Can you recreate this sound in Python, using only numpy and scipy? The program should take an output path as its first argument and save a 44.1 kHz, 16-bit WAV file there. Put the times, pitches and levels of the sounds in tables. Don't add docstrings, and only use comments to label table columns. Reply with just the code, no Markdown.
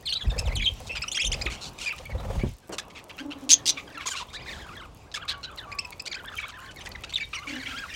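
import sys
import numpy as np
from scipy import signal
from scipy.fft import rfft, irfft, next_fast_len
from scipy.io import wavfile
from scipy.ndimage import uniform_filter1d, map_coordinates

SR = 44100
rng = np.random.default_rng(int(sys.argv[2]) if len(sys.argv) > 2 else 0)


def digitize_waveform(pressure):
    field = np.atleast_2d(pressure).T
    bounded = np.clip(field, -1, 1)
    quanta = np.round(bounded * 32767).astype(np.int16)
    wavfile.write(sys.argv[1], SR, quanta)


N = 350595


def amp(db):
    return 10 ** (np.asarray(db) / 20)


def unit_rms(x):
    return x / np.sqrt(np.mean(x ** 2) + 1e-20)


def along(points, hz):
    knots_hz, values = np.transpose(points)
    return np.interp(np.log(hz + 1), np.log(knots_hz + 1), values)


def curves(rows):
    times_s, *columns = np.transpose(rows)
    return [np.interp(np.arange(N) / SR, times_s, column) for column in columns]


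def wobble(knots_per_s, n=N):
    knots = rng.standard_normal(int(n * knots_per_s / SR) + 4)
    return map_coordinates(knots, [np.arange(n) * knots_per_s / SR])


def filtered(x, response):
    size = next_fast_len(len(x) + 4096)
    return irfft(rfft(x, size) * response(np.fft.rfftfreq(size, 1 / SR)), size)[:len(x)]


def resonance(f, hz, width_hz):
    return 1j * f * width_hz / (hz * hz - f * f + 1j * f * width_hz)


def add(track, start_s, sound):
    part = track[round(start_s * SR):][:len(sound)]
    part += sound[:len(part)]


def noise(n, response):
    return unit_rms(filtered(rng.standard_normal(n), response))


def patchy_noise(spectrum, patchy_db):
    bins = signal.stft(rng.standard_normal(N + 512), nperseg=512)[2]
    patches = uniform_filter1d(rng.standard_normal(bins.shape), 5, axis=0)
    patches = unit_rms(uniform_filter1d(patches, 8, axis=1))
    mottled = signal.istft(bins * amp(patchy_db * patches), nperseg=512)[1][:N]
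    return unit_rms(filtered(mottled, lambda hz: amp(along(spectrum, hz))))


# time_s, murmur_db, flock_db, rumble_db
OUTDOOR_LEVELS = [(0, -56, -54, -50.5), (.6, -52.5, -49.5, -48), (1.7, -51.5, -52, -55.5),
                  (2.4, -57, -50.5, -42), (2.65, -55, -59, -65.5), (3.1, -50, -58.5, -72.5),
                  (4.5, -52.5, -52, -50), (5.0, -55.5, -60, -51.5), (6.3, -53.5, -54.5, -53.5),
                  (7.25, -54, -54, -50), (7.95, -53.5, -43, -50.5)]
# freq_hz, density_db
MURMUR_SPECTRUM = [(70, 1.5), (130, -3), (250, -6), (550, -6), (1100, -8), (1800, -24), (4000, -34.5),
                   (9000, -40.5), (15500, -50)]
FLOCK_SPECTRUM = [(900, -24.5), (1500, -11), (2500, -2), (4000, -5.5), (7000, -9), (12000, -22)]

def outdoors():
    murmur_db, flock_db, rumble_db = curves(OUTDOOR_LEVELS)
    flock = amp(flock_db - 4 + 3 * wobble(14)) * patchy_noise(FLOCK_SPECTRUM, patchy_db=2.5)
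    rumble = amp(rumble_db + 3.5 + 2.2 * wobble(6.9)) * noise(N, lambda f: resonance(f, 46, 70) ** 2)
    murmur = amp(murmur_db + 3 + 2 * wobble(5)) * patchy_noise(MURMUR_SPECTRUM, patchy_db=1.5)
    return flock + rumble + murmur


# freq_hz, t60_s
WALL_DECAY = [(200, 0.53), (3000, 0.2), (10000, 0.05)]

def wall_reverb(x):
    hz, t, bins = signal.stft(rng.standard_normal(SR // 2), SR, nperseg=256)
    decay = amp(-60 * t / along(WALL_DECAY, hz)[:, None])
    tail = signal.istft(bins * decay, SR, nperseg=256)[1]
    delayed = np.pad(x, (200, 0))
    return signal.fftconvolve(delayed, tail / np.linalg.norm(tail))[:N]


def far_twitter():
    when, length, pitch, *bends, softness = rng.random((70, 7)).T
    glide_hz = (1300 + 2200 * pitch) * (.85 + .36 * np.array(bends))
    second_db = np.full_like(when, -14)
    notes = np.transpose([when * N / SR, 12 + 25 * length, *glide_hz, -8 * softness, second_db])
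    flock_db = curves(OUTDOOR_LEVELS)[1]
    return syrinx(notes, gain_db=6) * amp(flock_db)


# start_s, length_s, start_hz, end_hz, level_db
DOVE_COOS = [(3.19, 0.23, 281, 281, -40.5), (3.399, 0.68, 284, 291, -45.5), (7.463, 0.38, 286, 248, -43.5)]

def dove(ramp_s=.049, fade_db=22.5, fade_s=.28):
    out = np.zeros(N)
    for start_s, length_s, start_hz, end_hz, level_db in DOVE_COOS:
        n = round(length_s * SR)
        t = np.arange(n) / SR
        glide_hz = start_hz + (end_hz - start_hz) * t / length_s
        phase = 2 * np.pi * np.cumsum(glide_hz * (1 + .025 * wobble(25, n))) / SR
        husky = unit_rms(.7 + .9 * wobble(70, n))
        tone = np.sin(phase) + amp(-15) * np.sin(2 * phase) + amp(-19.5) * np.sin(3 * phase)
        gate = np.clip(np.minimum(t, length_s - t) / ramp_s, 0, 1)
        fade = amp(-fade_db * (1 - np.exp(-t / fade_s)))
        add(out, start_s, amp(level_db + 11.5) * gate * fade * husky * tone)
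    return out


# start_s, level_db, tilt_db_per_octave
FOOTFALLS = [(1.458, -32, 5.5), (2.436, -17, -8.5), (2.466, -31, -17), (2.693, -37, 10.5), (2.708, -38, 9),
             (2.724, -34, 10.5)]
# freq_hz, level_db, t60_s
BOARD_MODES = [(125, -7.5, .07), (210, 5, 0.033), (340, 1.5, 0.047), (500, -17, 0.03)]

def landings(attack_s=.001, scuffle_t60_s=.18):
    out, t = np.zeros(N), np.arange(SR // 5) / SR
    attack = 1 - np.exp(-t / attack_s)
    for start_s, level_db, tilt in FOOTFALLS:
        ring = sum(amp(mode_db + tilt * np.log2(hz / 250) - 60 * t / t60_s) * np.sin(2 * np.pi * hz * t)
                   for hz, mode_db, t60_s in BOARD_MODES)
        claws = noise(len(t), lambda f: resonance(f, 400, 570) ** 2)
        scuffle = .3 * claws * amp(tilt - 60 * t / scuffle_t60_s)
        add(out, start_s, -amp(level_db) * (ring + scuffle) * attack)
    return out


# start_s, length_s, beat_hz, stroke_db, draught_db, draught_hold_s
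FLY_PASTS = [(0.252, 0.33, 18, -26.5, -25, 0.046), (0.698, 0.27, 9.8, -34, -34.5, 0.025),
             (1.248, 0.22, 20.5, -30.5, -28, 0.035), (2.001, .02, 20, -27.5, -46, .01),
             (2.1, 0.32, 19.8, -26, -27.5, 0.065)]
# freq_hz, density_db
DRAUGHT_SPECTRUM = [(13, -33), (22, -11), (43, 3), (70, -3.5), (275, -28), (322, -32), (400, -33.5),
                    (520, -56), (880, -120)]

def wings(jitter_s=.004, edge_drop_db=7.5, upstroke_db=-7, draught_rise_s=.059, draught_fall_s=.11):
    def feathers(f):
        body = resonance(f, 499, 140) ** 2 - amp(-12) * resonance(f, 840, 690) ** 2
        return body + amp(-35) * resonance(f, 2900, 5400)

    strokes, draught = np.zeros(N), np.zeros(N)
    t, clock_s = np.arange(SR // 12) / SR, np.arange(N) / SR
    envelope = (t / .008 * np.exp(1 - t / .008)) ** 1.1
    thump = amp(7) * np.sin(2 * np.pi * 62 * t) * (t / .017 * np.exp(1 - t / .01)) ** 2
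    for start_s, length_s, beat_hz, stroke_db, draught_db, hold_s in FLY_PASTS:
        beats = int(length_s * beat_hz) + 1
        for k, (late, loud) in enumerate(rng.standard_normal((12, 2))[:beats]):
            edge = (2 * k / (beat_hz * length_s) - 1) ** 2
            gain = amp(stroke_db - 7.5 - edge_drop_db * edge + .5 * loud)
            down = envelope * noise(len(t), feathers) + thump
            up = amp(upstroke_db) * envelope * noise(len(t), lambda f: feathers(f / 1.25))
            add(strokes, start_s + k / beat_hz + jitter_s * late - .006, gain * down)
            add(strokes, start_s + (k + .5) / beat_hz, gain * up)
        end_s = start_s + length_s + hold_s
        rise = np.clip((clock_s - start_s) / draught_rise_s + .5, 0, 1)
        fall = np.clip((end_s - clock_s) / draught_fall_s + 1, 0, 1) ** 2
        draught += amp(draught_db) * rise * fall
    buffeting = unit_rms(amp(3 * wobble(19)) * patchy_noise(DRAUGHT_SPECTRUM, patchy_db=3))
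    return strokes + draught * buffeting


# start_s, level_db
HUSK_CRACKS = [(0.2823, -45), (0.7382, -40), (0.8036, -37), (1.0121, -41), (1.7325, -53), (1.7714, -60),
               (1.9275, -38), (1.9634, -40), (2.0557, -37), (2.4917, -39), (2.5376, -43), (2.6823, -44),
               (2.6938, -38), (2.7691, -51), (3.0415, -38.5), (3.1697, -41), (3.263, -48), (3.4111, -44),
               (3.4401, -45), (3.8921, -49), (3.9804, -40), (4.2712, -48), (4.3031, -46), (4.7676, -43),
               (5.5618, -40), (5.6027, -45), (5.9065, -32), (6.0227, -35.5), (6.2362, -44), (6.2592, -35),
               (6.355, -34), (6.3764, -34), (6.4832, -36), (6.6029, -39), (6.762, -37), (6.8912, -36),
               (7.0199, -51), (7.2514, -55), (7.2898, -52), (7.4599, -49), (7.5562, -39), (7.8062, -43)]

def husks(faint_count=280, t60_s=.004):
    out, t = np.zeros(N), np.arange(SR // 200) / SR
    faint = [(when * N / SR, -45 - 13 * softness) for when, softness in rng.random((faint_count, 2))]
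    for start_s, level_db in list(HUSK_CRACKS) + faint:
        crack = rng.standard_normal(len(t)) * amp(-60 * t / t60_s)
        add(out, start_s, amp(level_db + 17.5) * crack / np.linalg.norm(crack))
    return filtered(out, lambda f: resonance(f, 7300, 9000) - amp(-7.5) * resonance(f, 5400, 3500))


# (time_s, pitch_hz)
WARBLE_PHRASES = [(-48, [(4.33, 895), (4.35, 1820), (4.36, 1640), (4.375, 2510), (4.382, 2220), (4.4, 2540),
                  (4.411, 1960), (4.427, 2580), (4.445, 2100)]), (-45, [(4.46, 1490), (4.477, 2280),
                  (4.49, 1800), (4.505, 1805), (4.511, 2450), (4.53, 1900), (4.543, 1547)]),
                  (-50, [(4.545, 1540), (4.555, 1806), (4.58, 1260), (4.607, 2055), (4.625, 1580),
                  (4.637, 1710), (4.658, 1400)]), (-47.5, [(4.662, 950), (4.677, 1714), (4.705, 1062),
                  (4.727, 1350), (4.745, 1500)]), (-50.5, [(4.754, 2150), (4.773, 1555), (4.785, 1870),
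                  (4.815, 1260), (4.824, 990), (4.838, 1538), (4.862, 1150)]), (-48, [(5.195, 1390),
                  (5.21, 1288), (5.224, 1730), (5.24, 1206), (5.253, 1040), (5.262, 1250)]),
                  (-46, [(5.28, 1325), (5.291, 2016), (5.302, 1440), (5.308, 2230), (5.315, 1613),
                  (5.33, 1700), (5.34, 1350), (5.348, 1560), (5.358, 1300)]), (-51, [(5.443, 1560),
                  (5.452, 1370), (5.465, 1605), (5.478, 1477), (5.487, 1620), (5.502, 1210), (5.515, 1370),
                  (5.545, 1057), (5.556, 1250)]), (-51, [(5.578, 2270), (5.6, 1610), (5.612, 1850),
                  (5.62, 1450), (5.632, 1580), (5.65, 1220), (5.662, 1300)]), (-47.5, [(6.148, 1790),
                  (6.16, 1420), (6.168, 1660), (6.174, 1468), (6.185, 2110), (6.203, 1410), (6.218, 1480)]),
                  (-45.5, [(6.24, 870), (6.254, 1720), (6.264, 1494), (6.283, 1867), (6.303, 1110)]),
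                  (-46, [(6.311, 856), (6.328, 1770), (6.345, 1290), (6.357, 1170), (6.363, 1580)]),
                  (-46.5, [(6.393, 1810), (6.402, 1385), (6.425, 1800), (6.438, 1150), (6.448, 1010),
                  (6.466, 1780), (6.495, 1110), (6.507, 1500)]), (-51, [(6.52, 2216), (6.536, 1595),
                  (6.556, 1893), (6.58, 1440), (6.588, 1140), (6.606, 1710), (6.632, 1175), (6.65, 1620)]),
                  (-49.5, [(6.66, 2380), (6.675, 1500), (6.685, 1804), (6.698, 1460), (6.715, 1530)]),
                  (-49, [(7.345, 1220), (7.357, 1370), (7.375, 1005), (7.395, 1136), (7.425, 1200),
                  (7.437, 1500), (7.455, 1100), (7.475, 1090)]), (-48, [(7.581, 2470), (7.595, 1910),
                  (7.607, 2340), (7.622, 1750), (7.643, 1430)]), (-43.5, [(7.71, 1507), (7.718, 1653),
                  (7.732, 1280), (7.755, 1393), (7.775, 1636), (7.825, 1650), (7.845, 1415),
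                  (7.865, 1080)])]

def warble(throat_hz=4170, ramp_s=.0013):
    out = np.zeros(N)
    for level_db, turns in WARBLE_PHRASES:
        turn_s, turn_hz = np.transpose(turns)
        t = np.arange(turn_s[0], turn_s[-1], 1 / SR)
        n = len(t)
        glide_hz = uniform_filter1d(np.interp(t, turn_s, turn_hz), size=220, mode="nearest")
        pitch_hz = glide_hz * (1 + .02 * wobble(400, n))
        phase = 2 * np.pi * np.cumsum(pitch_hz) / SR
        throat = amp(4) * np.abs(resonance(2 * pitch_hz, throat_hz, 2250))
        second = throat * np.abs(.31 + .5 * wobble(125.7, n))
        hoarse = amp(3 * wobble(90, n)) + .24 * wobble(1500, n)
        third = amp(-22) * np.abs(wobble(80, n))
        tone = np.sin(phase) + second * np.sin(2 * phase) + third * np.sin(3 * phase)
        gate = np.clip(np.minimum(t - turn_s[0], turn_s[-1] - t) / ramp_s, 0, 1)
        add(out, turn_s[0], amp(level_db + 5) * gate * hoarse * tone)
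    return out


def syrinx(notes, gain_db, third_drop_db=6.5, drop_db_per_khz=.5):
    out = np.zeros(N)
    for start_s, length_ms, start_hz, middle_hz, end_hz, level_db, second_db in notes:
        n = round((length_ms + 4) * SR / 1000)
        progress = np.arange(n) / n
        bow_hz = (2 * middle_hz - start_hz - end_hz) * 2 * progress * (1 - progress)
        glide_hz = start_hz + (end_hz - start_hz) * progress + bow_hz
        waver = min(40 / length_ms, 1)
        flutter = 1 + .016 * waver * wobble(400, n) + .03 * waver ** 2 * wobble(70, n)
        phase = 2 * np.pi * np.cumsum(glide_hz * flutter) / SR
        third_db = second_db - third_drop_db - drop_db_per_khz * middle_hz / 1000
        overtones_db = [second_db, third_db, second_db - 26, third_db - 21]
        overtones = sum(amp(db) * np.sin(k * phase) for k, db in enumerate(overtones_db, 2))
        hoarse = amp(1.9 * wobble(260, n)) + .35 * wobble(1500, n)
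        breaking = np.abs(.8 + .4 * wobble(200, n))
        tone = np.sin(phase) + breaking * overtones
        envelope = np.sin(np.pi * progress ** .9) ** .4
        add(out, start_s - .001, amp(level_db + gain_db) * envelope * hoarse * tone)
    return out


# start_s, length_ms, start_hz, middle_hz, end_hz, level_db, second_partial_db
WHISTLED_NOTES = [(.056, 14, 4320, 4110, 3950, -39, -5), (.066, 31, 4300, 3320, 3220, -35.5, -15),
                  (.088, 29, 4550, 4300, 4200, -36, -14.5), (.111, 36, 2910, 3070, 3120, -41.5, -10),
                  (.124, 16, 2780, 3900, 4740, -32, -14), (.153, 26, 3900, 3830, 3940, -33.5, -23),
                  (.209, 26, 3455, 3340, 3580, -39, -17), (.298, 23, 3900, 3580, 3720, -46.5, -16),
                  (.455, 50, 4000, 2800, 1800, -48, -6), (.515, 19, 1960, 2160, 2520, -46.5, -13),
                  (.554, 15.4, 4400, 3780, 3340, -41, -2), (.563, 31, 3400, 3060, 2900, -36.5, -8.5),
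                  (.598, 12, 2580, 2490, 2130, -36, -20), (.611, 24, 3260, 3300, 3270, -39, -12),
                  (.624, 9.3, 2260, 2290, 2280, -35.5, -17), (.64, 19, 4170, 3610, 3600, -36, -14),
                  (.657, 32.4, 3300, 3054, 3240, -27, -24), (.894, 26, 2610, 2540, 2410, -39.5, -20),
                  (.913, 33, 2410, 2760, 2490, -46, -11), (.957, 28, 2670, 2446, 2220, -47, 1),
                  (1.037, 8.2, 1580, 1310, 1280, -46.5, 0), (1.131, 7, 4070, 4230, 3875, -42.5, 1),
                  (1.149, 13, 3230, 3320, 3400, -38.5, -4), (1.17, 7.4, 2120, 1910, 1120, -40, -7),
                  (1.172, 9.3, 3105, 3280, 3300, -31.5, -4), (1.187, 33, 2010, 2520, 2960, -33.5, -4.5),
                  (1.214, 21, 3320, 3280, 2300, -33.5, -8), (1.248, 17, 3190, 3620, 3000, -35, 1.5),
                  (1.318, 15, 2370, 3140, 3500, -36, 3.5), (1.332, 16.6, 1920, 2380, 2730, -36.5, 1),
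                  (1.455, 17, 4320, 3240, 2605, -42, -7), (1.463, 5.9, 2640, 2243, 1710, -33, -14),
                  (1.472, 17, 1180, 1300, 1070, -47, 8.5), (1.507, 23, 2590, 2210, 2565, -50, -1),
                  (1.858, 42, 2500, 2442, 2270, -35.5, -8.5), (1.902, 23, 2590, 2660, 2080, -37.5, -24),
                  (1.924, 16.5, 1770, 1290, 1280, -48.5, 2), (2.054, 16, 2200, 2210, 2200, -49, -12),
                  (2.1, 26, 2440, 2183, 2040, -50, -6.5), (2.411, 19, 2170, 2330, 2370, -44, -16),
                  (2.783, 17, 810, 1567, 1700, -45.5, 0), (3.321, 13, 3120, 3030, 3270, -46, -35),
                  (3.771, 17, 1213, 1150, 1180, -53, 9.5), (3.944, 24, 2060, 1780, 1640, -49.5, -4),
                  (3.974, 13.5, 1400, 1364, 1305, -45.5, -3), (3.993, 38, 1187, 1127, 1135, -51.5, 4),
                  (4.057, 7.6, 1000, 1003, 1040, -39.5, -7), (4.07, 11, 6970, 6600, 6070, -32, -30),
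                  (4.07, 20, 1350, 1197, 930, -44, 4), (4.103, 21, 7200, 6730, 6250, -40, -30),
                  (4.111, 30, 1690, 1550, 1480, -47.5, 5), (4.137, 10, 1260, 1240, 1245, -47.5, 0.5),
                  (4.15, 13, 1130, 1118, 1205, -46, -4), (4.168, 22, 1480, 1460, 1295, -50, 1),
                  (4.199, 33.4, 1410, 980, 1110, -44.5, -11.5), (4.55, 330, 5105, 5100, 5095, -74, -23),
                  (4.346, 29, 3750, 3790, 3970, -44.5, -25), (5.143, 7.7, 1720, 1666, 1724, -43.5, 5),
                  (5.159, 9.7, 2170, 2290, 2130, -44, -7), (5.168, 13.6, 1640, 1237, 1140, -45, -3),
                  (5.287, 16, 3630, 3930, 3730, -31.5, -14), (5.3, 120, 1160, 1140, 1110, -53.5, -15),
                  (5.435, 24, 4410, 3990, 3900, -43, -40), (5.583, 19, 4190, 3840, 3220, -44, -19),
                  (5.67, 138, 1173, 1143, 1137, -50, -16), (5.83, 89, 1010, 977, 975, -58, -25),
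                  (5.848, 8, 2610, 2550, 2400, -44, -6), (5.923, 7.8, 2350, 2290, 2150, -49, 0),
                  (6.114, 18, 2260, 2190, 1480, -45.5, 5), (6.366, 15, 3140, 3090, 3100, -45, -8),
                  (6.383, 9, 2520, 2380, 2395, -37, -33), (6.398, 9.4, 1260, 1290, 1290, -53.5, 10),
                  (6.422, 33, 1350, 1107, 1320, -59.5, 15), (6.51, 188, 958, 1047, 1080, -59, -25),
                  (6.869, 7.7, 2070, 1960, 1940, -43, -21), (6.952, 8.6, 2030, 1900, 1595, -43.5, -9),
                  (7.037, 9.7, 1230, 1370, 1640, -50.5, 8), (7.137, 9.2, 3530, 3730, 3850, -36, -10),
                  (7.158, 4.4, 3920, 3750, 3430, -26, -21.5), (7.168, 20.5, 3480, 2570, 1670, -41, -6.5),
                  (7.2, 35, 2640, 2290, 2060, -38, -13), (7.228, 26, 4160, 3810, 3570, -45.5, -30),
                  (7.332, 3.9, 1300, 1210, 1385, -44.5, 4), (7.34, 27, 2520, 2940, 2500, -42.5, -4),
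                  (7.36, 36, 2400, 2100, 2080, -43.5, -7), (7.472, 13, 2270, 2330, 2305, -42.5, -29),
                  (7.498, 22, 2230, 2330, 2365, -46, -20), (7.528, 43, 2690, 2950, 2950, -47, -34),
                  (7.563, 5.2, 1740, 1720, 1705, -43, -22), (7.657, 18, 2280, 3170, 3160, -42.5, -21),
                  (7.662, 13, 1900, 2320, 2140, -42, -29), (7.764, 11, 2975, 3240, 3120, -43.5, -23),
                  (7.775, 21.5, 2075, 2320, 2820, -46, 0)]
# start_s, length_ms, top_hz, level_db
ARCHED_CHIRPS = [(0.381, 20, 2800, -42), (1.019, 15, 2750, -40), (1.079, 11, 2890, -40.5),
                 (1.117, 11.5, 3630, -38.5), (1.145, 27, 2730, -41), (1.242, 9.7, 3160, -35.5),
                 (1.265, 15, 3156, -40), (1.414, 9.8, 2530, -41.5), (5.718, 15.5, 2495, -42.5),
                 (5.787, 11, 2530, -39), (5.997, 8.5, 2540, -43.5), (6.07, 9.6, 2430, -42.5),
                 (6.143, 13, 2410, -42.5), (7.94, 7.3, 3150, -44)]
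# start_s, length_s, level_db
SONG_RUNS = [(0, .55, -57), (3.882, .18, -57), (6.76, .09, -55), (7.483, .22, -51.5), (7.85, .09, -48.5)]

def whistles(syllable_step_s=.024, song_hz=2140, pitch_spread=.2):
    notes = list(WHISTLED_NOTES)
    for start_s, length_ms, top_hz, level_db in ARCHED_CHIRPS:
        notes.append((start_s, length_ms, .78 * top_hz, top_hz, .902 * top_hz, level_db, 4))
    syllable_ms = 700 * syllable_step_s
    for start_s, length_s, level_db in SONG_RUNS:
        syllables = int(length_s / syllable_step_s)
        for k, (late, pitch, bend, loud) in enumerate(rng.standard_normal((30, 4))[:syllables]):
            onset_s = start_s + syllable_step_s * (k + .3 * late)
            start_hz = song_hz * np.exp(pitch_spread * pitch)
            glide_hz = start_hz, start_hz * (.97 + .1 * bend), start_hz * .827
            notes.append((onset_s, syllable_ms, *glide_hz, level_db + 2.75 * loud, -3))
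    return syrinx(notes, gain_db=10)


# start_s, length_ms, level_db, throat_hz, beak_db
RASPY_CALLS = [(0.387, 16, -28, 2770, 18), (0.866, 27, -39, 3777, -1.5), (0.95, 42, -32, 2630, -39),
               (1.498, 71, -36.5, 2450, -4.5), (1.609, 90, -36, 3960, -5.5), (1.781, 118, -34.5, 2800, -3),
               (1.981, 12, -38.5, 2870, -5), (2.391, 19, -43, 2330, -34), (2.721, 36, -36, 2150, -0.5),
               (2.782, 21.7, -28, 3300, 0), (2.9, 20, -48, 2600, -8), (2.95, 60, -42, 2420, -13),
               (3.094, 24, -39.5, 2560, -31), (3.18, 38, -36.5, 2300, -27), (3.305, 36, -38, 2870, -45.5),
               (3.77, 46, -38.5, 2360, -26), (4.001, 50, -39.5, 2380, -40), (4.057, 48, -29.5, 3450, 1),
               (4.101, 48, -35, 3080, 26), (4.15, 86, -33.5, 3280, -8), (4.328, 46, -41.5, 3770, -3),
               (4.449, 210, -50, 3940, -4.5), (5.115, 13, -42.5, 4050, -14), (5.14, 41, -32, 3380, -3.5),
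               (5.279, 53, -29, 3770, -32), (5.43, 32, -36.5, 3700, -15), (5.573, 28, -43.5, 3750, -56),
               (5.925, 10, -39.5, 2380, -23), (6.055, 31, -33.5, 3700, -5), (6.375, 58, -45.5, 2400, -3),
               (6.485, 29, -42, 3030, -5), (6.708, 18, -45, 2400, -4), (6.801, 29, -42, 2700, -27),
               (6.852, 30, -38, 2400, -4.5), (6.915, 10.5, -38.5, 4400, -29),
               (7.036, 18, -34.5, 3220, -7.5), (7.094, 22, -39, 3470, -6), (7.125, 6.3, -32.5, 2170, -32),
               (7.329, 32, -35.5, 2750, -40), (7.468, 75, -38.5, 2390, -9.5), (7.655, 93, -38.5, 2330, -25)]

def rasps(buzz_hz=1280, flutter_hz=170):
    out = np.zeros(N)
    for start_s, length_ms, level_db, throat_hz, beak_db in RASPY_CALLS:
        def tract(f):
            throat = resonance(f, throat_hz, 1060) - amp(-15.5) * resonance(f, 940, 1200)
            beak = amp(beak_db) * resonance(f, 7230, 3260)
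            return (throat - beak) * resonance(f, 2800, 6350)

        n = round(length_ms * SR / 1000)
        flutter = np.cos(np.pi * np.cumsum(flutter_hz * (1 + .49 * wobble(56, n))) / SR) ** 2
        cycles = np.cumsum(buzz_hz * (1 + .16 * wobble(90, n) + .06 * wobble(600, n))) / SR
        pulses = unit_rms(np.diff(np.floor(cycles), prepend=0))
        breath = .45 * rng.standard_normal(n)
        voice = unit_rms(filtered((.4 + flutter) * (pulses + breath), tract))
        envelope = np.sin(np.pi * (np.arange(n) / n) ** .68) ** .59
        add(out, start_s, amp(level_db) * envelope * voice)
    return out


# start_s, length_s, level_db, low_voice_hz, high_voice_hz, low_voice_db, breath_share
LOUD_SQUAWKS = [(3.4918, .051, 4.5, 3430, 6640, -18, 0.42), (3.657, .053, -3, 3820, 6060, -4, 0.61)]

def squawks(step_s=.0059, jitter_s=.00048, pitch_scatter=.03, loudest_at=.62, curvature_db=30.5):
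    out, t = np.zeros(N), np.arange(SR // 100) / SR
    phase_per_hz = 2 * np.pi * (t + 9 * (t - .004) * t)
    voice_envelope = np.exp(-((t - .002) / .0015) ** 2)
    breath_envelope = .41 * np.exp(-t / .0047)
    for start_s, length_s, level_db, low_voice_hz, high_voice_hz, low_db, breath_share in LOUD_SQUAWKS:
        draws = rng.standard_normal((16, 5))[:int(length_s / step_s) + 1]
        for k, (late, low_detune, high_detune, balance, loud) in enumerate(draws):
            progress = k * step_s / length_s
            opening = np.clip(1.5 - 4 * progress, 0, 1)
            low_hz = low_voice_hz * (1 - .25 * opening) * (1 + pitch_scatter * low_detune)
            high_hz = high_voice_hz * (1 + pitch_scatter * high_detune)
            low_gain = amp(low_db + 13.5 * opening + 4 * balance)
            voices = np.sin(high_hz * phase_per_hz) + low_gain * np.sin(low_hz * phase_per_hz)
            sum_tone = amp(-29.5) * np.sin((low_hz + high_hz) * phase_per_hz)
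            voiced = voice_envelope * (voices + sum_tone) / (1 + low_gain)
            breath = breath_envelope * noise(len(t), lambda f: resonance(f, 5090, 6500) ** 3)
            breathiness = np.clip(breath_share + .24 * (1 - 2 * progress), 0, .9)
            burst = (1 - breathiness) * voiced + breathiness * breath
            burst_db = level_db - curvature_db * (progress - loudest_at) ** 2 + 1.5 * loud
            add(out, start_s + k * step_s + jitter_s * late, amp(burst_db) * burst)
    return out


def scene():
    far = far_twitter()
    calls = whistles() + warble() + rasps() + squawks()
    near = filtered(calls, lambda f: 1 / (1 + 1j * f / 9000) ** 2)
    reverb = wall_reverb(amp(-15.5) * near + amp(-7) * far)
    return (near + far + reverb + husks() + wings() + landings() + dove() + outdoors())[None]


def record(dry, ceiling=.98, low_cut_hz=32, top_hz=15950):
    def passband(f):
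        highpass = 1j * f / (low_cut_hz + 1j * f)
        return (f < top_hz) * highpass ** 3

    rounded = dry[0] / (1 + np.abs(dry[0] / ceiling) ** 6) ** (1 / 6)
    return filtered(rounded, passband)[None]


dry = scene()
out = record(dry)
digitize_waveform(out)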